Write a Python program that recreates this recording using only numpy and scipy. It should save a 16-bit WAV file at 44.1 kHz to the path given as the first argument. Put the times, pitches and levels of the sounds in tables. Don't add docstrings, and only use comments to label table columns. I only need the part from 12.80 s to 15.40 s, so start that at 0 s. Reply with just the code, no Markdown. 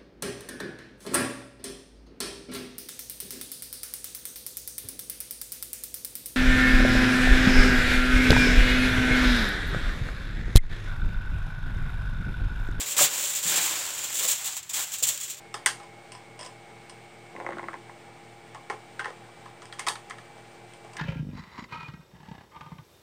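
import sys
import numpy as np
from scipy import signal
from scipy.fft import rfft, irfft, next_fast_len
from scipy.io import wavfile
from scipy.ndimage import uniform_filter1d, map_coordinates

SR = 44100
rng = np.random.default_rng(int(sys.argv[2]) if len(sys.argv) > 2 else 0)


def to_wav(sig):
    pcm = np.clip(np.atleast_2d(sig), -1, 1) * 32767
    pcm = np.round(pcm).astype(np.int16)
    wavfile.write(sys.argv[1], SR, pcm.T)


def level_to_linear(level):
    exponent = np.asarray(level, float) / 20
    return 10 ** exponent


N = 114660


def unit(x):
    return x / np.sqrt(np.mean(x ** 2) + 1e-20)


def along(points, hz):
    f, v = np.transpose(points)
    return np.interp(np.log(hz + 1), np.log(f + 1), v)


def wobble(rate):
    knots = rng.standard_normal(int(N * rate / SR) + 4)
    return map_coordinates(knots, [np.arange(N) * rate / SR])


def coloured(x, points):
    size = 4096
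    gain = level_to_linear(along(points, np.fft.rfftfreq(size, 1 / SR)))
    cepstrum = irfft(np.log(gain))
    cepstrum[1:size // 2] *= 2
    cepstrum[size // 2 + 1:] = 0
    h = irfft(np.exp(rfft(cepstrum)))
    return signal.fftconvolve(x, h / np.linalg.norm(h))[:N]


# (time [s], rustle level [dB], large folds relative to it [dB])
STROKE = [(0, -27, -14.5), (0.039, -36, -10), (.12, -28, -22), (.16, -38.5, -7), (.3, -31, -10.5),
          (0.441, -25.5, -18), (.53, -30.5, -17), (.62, -34, -13), (.72, -29, -7), (0.861, -27, -10.5),
          (1.101, -34.5, -11), (1.29, -35.5, -10), (1.359, -28.5, -20), (1.59, -34.5, -13),
          (1.78, -35.5, -16.5), (1.815, -53, -6), (2.07, -38, -15), (2.6, -48, -11)]


def rustle():
    s, db, fold_db = np.transpose(STROKE)
    t = np.arange(N) / SR
    return level_to_linear(2 * np.interp(t, s, db)), level_to_linear(2 * np.interp(t, s, db + fold_db))


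# (time [s], level [dB], hold [s], large folds relative to it [dB])
SLIDES = [(.06, -35, 0.046, -17), (0.164, -24.5, 0.029, -10), (0.18, -22, .03, -12),
          (.207, -17, 0.042, -17), (0.375, -29.5, 0.0067, -16), (.547, -27.5, 0.032, -25),
          (0.626, -28.5, 0.021, -31), (0.671, -24.5, 0.048, -28), (0.753, -25, 0.03, -12.5),
          (0.803, -26.5, 0.058, -20), (0.951, -39.5, 0.015, -4.5), (1.178, -28.5, 0.0074, -14),
          (1.231, -31.5, .015, -30), (1.389, -25.5, 0.0055, -14), (1.425, -26.5, 0.025, -14.5),
          (1.475, -23.5, 0.048, -24), (1.641, -29, 0.032, -16), (1.767, -37.5, 0.006, -30),
          (1.892, -31, 0.004, -15.5), (1.931, -27.5, 0.099, -14.5), (2.117, -32, 0.027, -38),
          (2.179, -35.5, 0.0087, -43), (2.225, -18, 0.0092, -26), (2.267, -25, 0.026, -22.5),
          (2.29, -35, 0.031, -29), (2.32, -34.5, 0.029, -21), (2.405, -32.5, 0.038, -23.5),
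          (2.47, -37, 0.029, -38), (2.5, -33.5, 0.014, -36), (2.572, -41.5, 0.0053, -11)]


def avalanches():
    rise_s, fall_s = 0.00067, 0.017
    t = np.arange(N) / SR
    small, large = np.zeros(N), np.zeros(N)
    for start, level_db, hold, rel_db in SLIDES:
        u = np.maximum(t - start, 0)
        shape = (1 - np.exp(-u / rise_s)) ** 2 * np.exp(-2 * np.maximum(u - hold, 0) / fall_s)
        small += level_to_linear(2 * level_db) * shape
        large += level_to_linear(2 * (level_db + rel_db)) * shape
    return small, large


# (time [s], peak level [dB])
CRACKS = [(0.1665, -21), (0.1804, -6), (0.3571, -33), (0.634, -25), (0.6654, -17), (0.7597, -11),
          (1.1564, -20), (1.1825, -18), (1.2231, -31), (1.395, -20), (1.4524, -15), (1.485, -11),
          (1.7672, -18), (1.8297, -25.5), (1.8962, -17.5), (1.939, -17), (2.1205, -26), (2.1392, -19),
          (2.185, -20), (2.2016, -25), (2.2366, -7.5), (2.2892, -5.5), (2.331, -22), (2.347, -22),
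          (2.376, -16.5), (2.4012, -18), (2.4127, -18), (2.4804, -30), (2.5, -18.5), (2.545, -27)]


def cracks():
    length_s, under_peak_db = 0.002, -6.5
    t, power = np.arange(N) / SR, np.zeros(N)
    for start, peak_db in CRACKS:
        burst = (t >= start - length_s / 3) * np.exp(-2 * np.abs(t - start) / length_s)
        power += level_to_linear(2 * (peak_db + under_peak_db)) * burst
    return power


def activity():
    steady_small, steady_large = rustle()
    slide_small, slide_large = avalanches()
    small = steady_small + slide_small + cracks()
    clump = level_to_linear(0.6 * wobble(31.3) + 1.5 * wobble(250))
    return np.sqrt(small) * clump, np.sqrt(steady_large + slide_large) * clump


def clicks(rate, size_db):
    chance, size, sign = rng.random(N), rng.exponential(1, N), rng.standard_normal(N)
    heights = level_to_linear(size_db * np.minimum(size, 3.5))
    return unit((chance < rate / SR) * heights * np.sign(sign) / np.sqrt(rate))


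# (frequency [Hz], t60 [s])
SHIVER = [(300, 0.12), (2000, 0.13), (7000, 0.076), (12000, 0.06)]


def shivered(x, db, count):
    snap_s = 0.0006
    patch, out = rng.integers(0, count, N), np.zeros(N)
    for k in range(count):
        hz, t, z = signal.stft(rng.standard_normal(SR // 4), SR, nperseg=128)
        decay = level_to_linear(-60 * t / along(SHIVER, hz)[:, None])
        tail = signal.istft(z * decay, SR, nperseg=128)[1]
        snap = rng.standard_normal(len(tail)) * np.exp(-np.arange(len(tail)) / SR / snap_s)
        response = snap / np.linalg.norm(snap) + level_to_linear(db) * tail / np.linalg.norm(tail)
        out += signal.fftconvolve(x * (patch == k), response)[:N]
    return out


# (frequency [Hz], level [dB])
CREASE = [(500, -25.5), (1500, -21), (3300, -7), (5000, -12.5), (7400, -5.5), (10500, -14.5), (13000, -13),
          (15300, -8)]


def small_creases(strength):
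    rate = 5000 * (strength / level_to_linear(-30)) ** 0.5
    snaps = coloured(shivered(strength * clicks(rate, size_db=1), db=3.5, count=24), CREASE)
    high_pass = signal.butter(4, 8900, "high", fs=SR, output="sos")
    treble = signal.sosfiltfilt(high_pass, snaps)
    recent_power = uniform_filter1d(strength ** 2, size=round(0.004 * SR))
    effort = np.sqrt(np.abs(recent_power)) / level_to_linear(-33.5)
    return snaps + treble * (effort ** 0.16 - 1)


def large_folds(strength):
    return shivered(strength * clicks(2500, size_db=4.5), db=5, count=16)


# (frequency [Hz], width [Hz], level [dB])
TRAY = [(173, 41, -7.5), (347, 27, -4.5), (478, 187, -3.5), (569, 41, 4.5), (819, 46, 0.5)]
# (time [s], level [dB])
CONTACT = [
    (0, 1.5),
    (.3, 1),
    (.68, 1),
    (.8, -1.5),
    (1.2, -1.5),
    (1.45, 2),
    (1.6, -6),
    (2.1, -4.5),
    (2.3, 2.5),
]


def tray(folds):
    x = folds * level_to_linear(np.interp(np.arange(N) / SR, *np.transpose(CONTACT)))
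    m = next_fast_len(N + 8192)
    f = np.fft.rfftfreq(m, 1 / SR)
    modes = 0
    for hz, width, db in TRAY:
        modes = modes + level_to_linear(db) * 1j * f * width / (hz * hz - f * f + 1j * f * width)
    return irfft(rfft(x, m) * modes, m)[:N]


# (frequency [Hz], level [dB])
FOLD = [(150, -40), (450, -22.5), (700, -1), (850, 0), (1300, -1.5), (2500, -1.5), (5000, -5), (9000, -11)]


def foil():
    small, large = activity()
    snaps = small_creases(small)
    folds = large_folds(large)
    return level_to_linear(-8) * snaps + level_to_linear(-1.5) * coloured(folds, FOLD) + level_to_linear(2.5) * tray(folds)


# (time [s], level [dB], pitch [Hz], t60 [s])
TAPS = [(.19, -20.5, 1240, 0.041), (0.209, -23, 571, 0.12), (.228, -34.5, 143, 0.11),
        (.654, -36.5, 170, .15), (0.728, -42.5, 179, .15), (.79, -54, 169, .15), (.84, -60.5, 150, 0.24),
        (0.931, -46, 161, 0.092), (0.962, -34, 1150, 0.022), (1.187, -47, 325, .07),
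        (1.45, -34, 510, 0.078), (1.767, -37.5, 980, 0.037), (2.222, -34, 507, 0.046),
        (2.237, -41, 129, 0.11), (2.282, -50, 121, 0.14), (1.404, -42, 414, 0.1), (1.8, -53, 95, 0.26),
        (2.529, -59, 396, 0.33)]
# (ratio to pitch [-], level [dB])
TAP_MODES = [(1.005, 0.5), (1.3, -4), (0.82, -16.5)]


def taps():
    out, t = np.zeros(N + SR), np.arange(SR // 2) / SR
    for s, db, hz, t60 in TAPS:
        ring = sum(level_to_linear(level) * np.sin(2 * np.pi * hz * ratio * t) for ratio, level in TAP_MODES)
        onset = 1 - np.exp(-t * hz / 0.55)
        out[round(s * SR):][:len(t)] += level_to_linear(db - 60 * t / t60) * onset * ring
    return out[:N]


# (frequency [Hz], level [dB])
ROOM = [(20, -43), (45, -10.5), (110, 7), (180, 0.5), (260, -20), (345, 0.5), (500, -14), (15000, -32)]


def room():
    level = level_to_linear(-62.5 + 1.4 * wobble(8.2))
    return level * coloured(rng.standard_normal(N), ROOM)


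def scene():
    return (foil() + taps() + room())[None]


def low_pass(x):
    return signal.sosfilt(signal.butter(12, 16920, fs=SR, output="sos"), x)


def record(dry):
    port_hz, port_width_hz, port_db = 7320, 1130, 3.5
    low_cut_hz, top_hz = 45, 15830
    m = next_fast_len(N + 4096)
    f = np.fft.rfftfreq(m, 1 / SR)
    resonance = 1j * f * port_width_hz / (port_hz ** 2 - f * f + 1j * f * port_width_hz)
    port = 1 + level_to_linear(port_db) * resonance
    low_cut = (1j * f / (low_cut_hz + 1j * f)) ** 2
    heard = irfft(rfft(dry, m) * port * (f < top_hz) * low_cut, m)[:, :N]
    return low_pass(heard)


dry = scene()
out = record(dry)
to_wav(out)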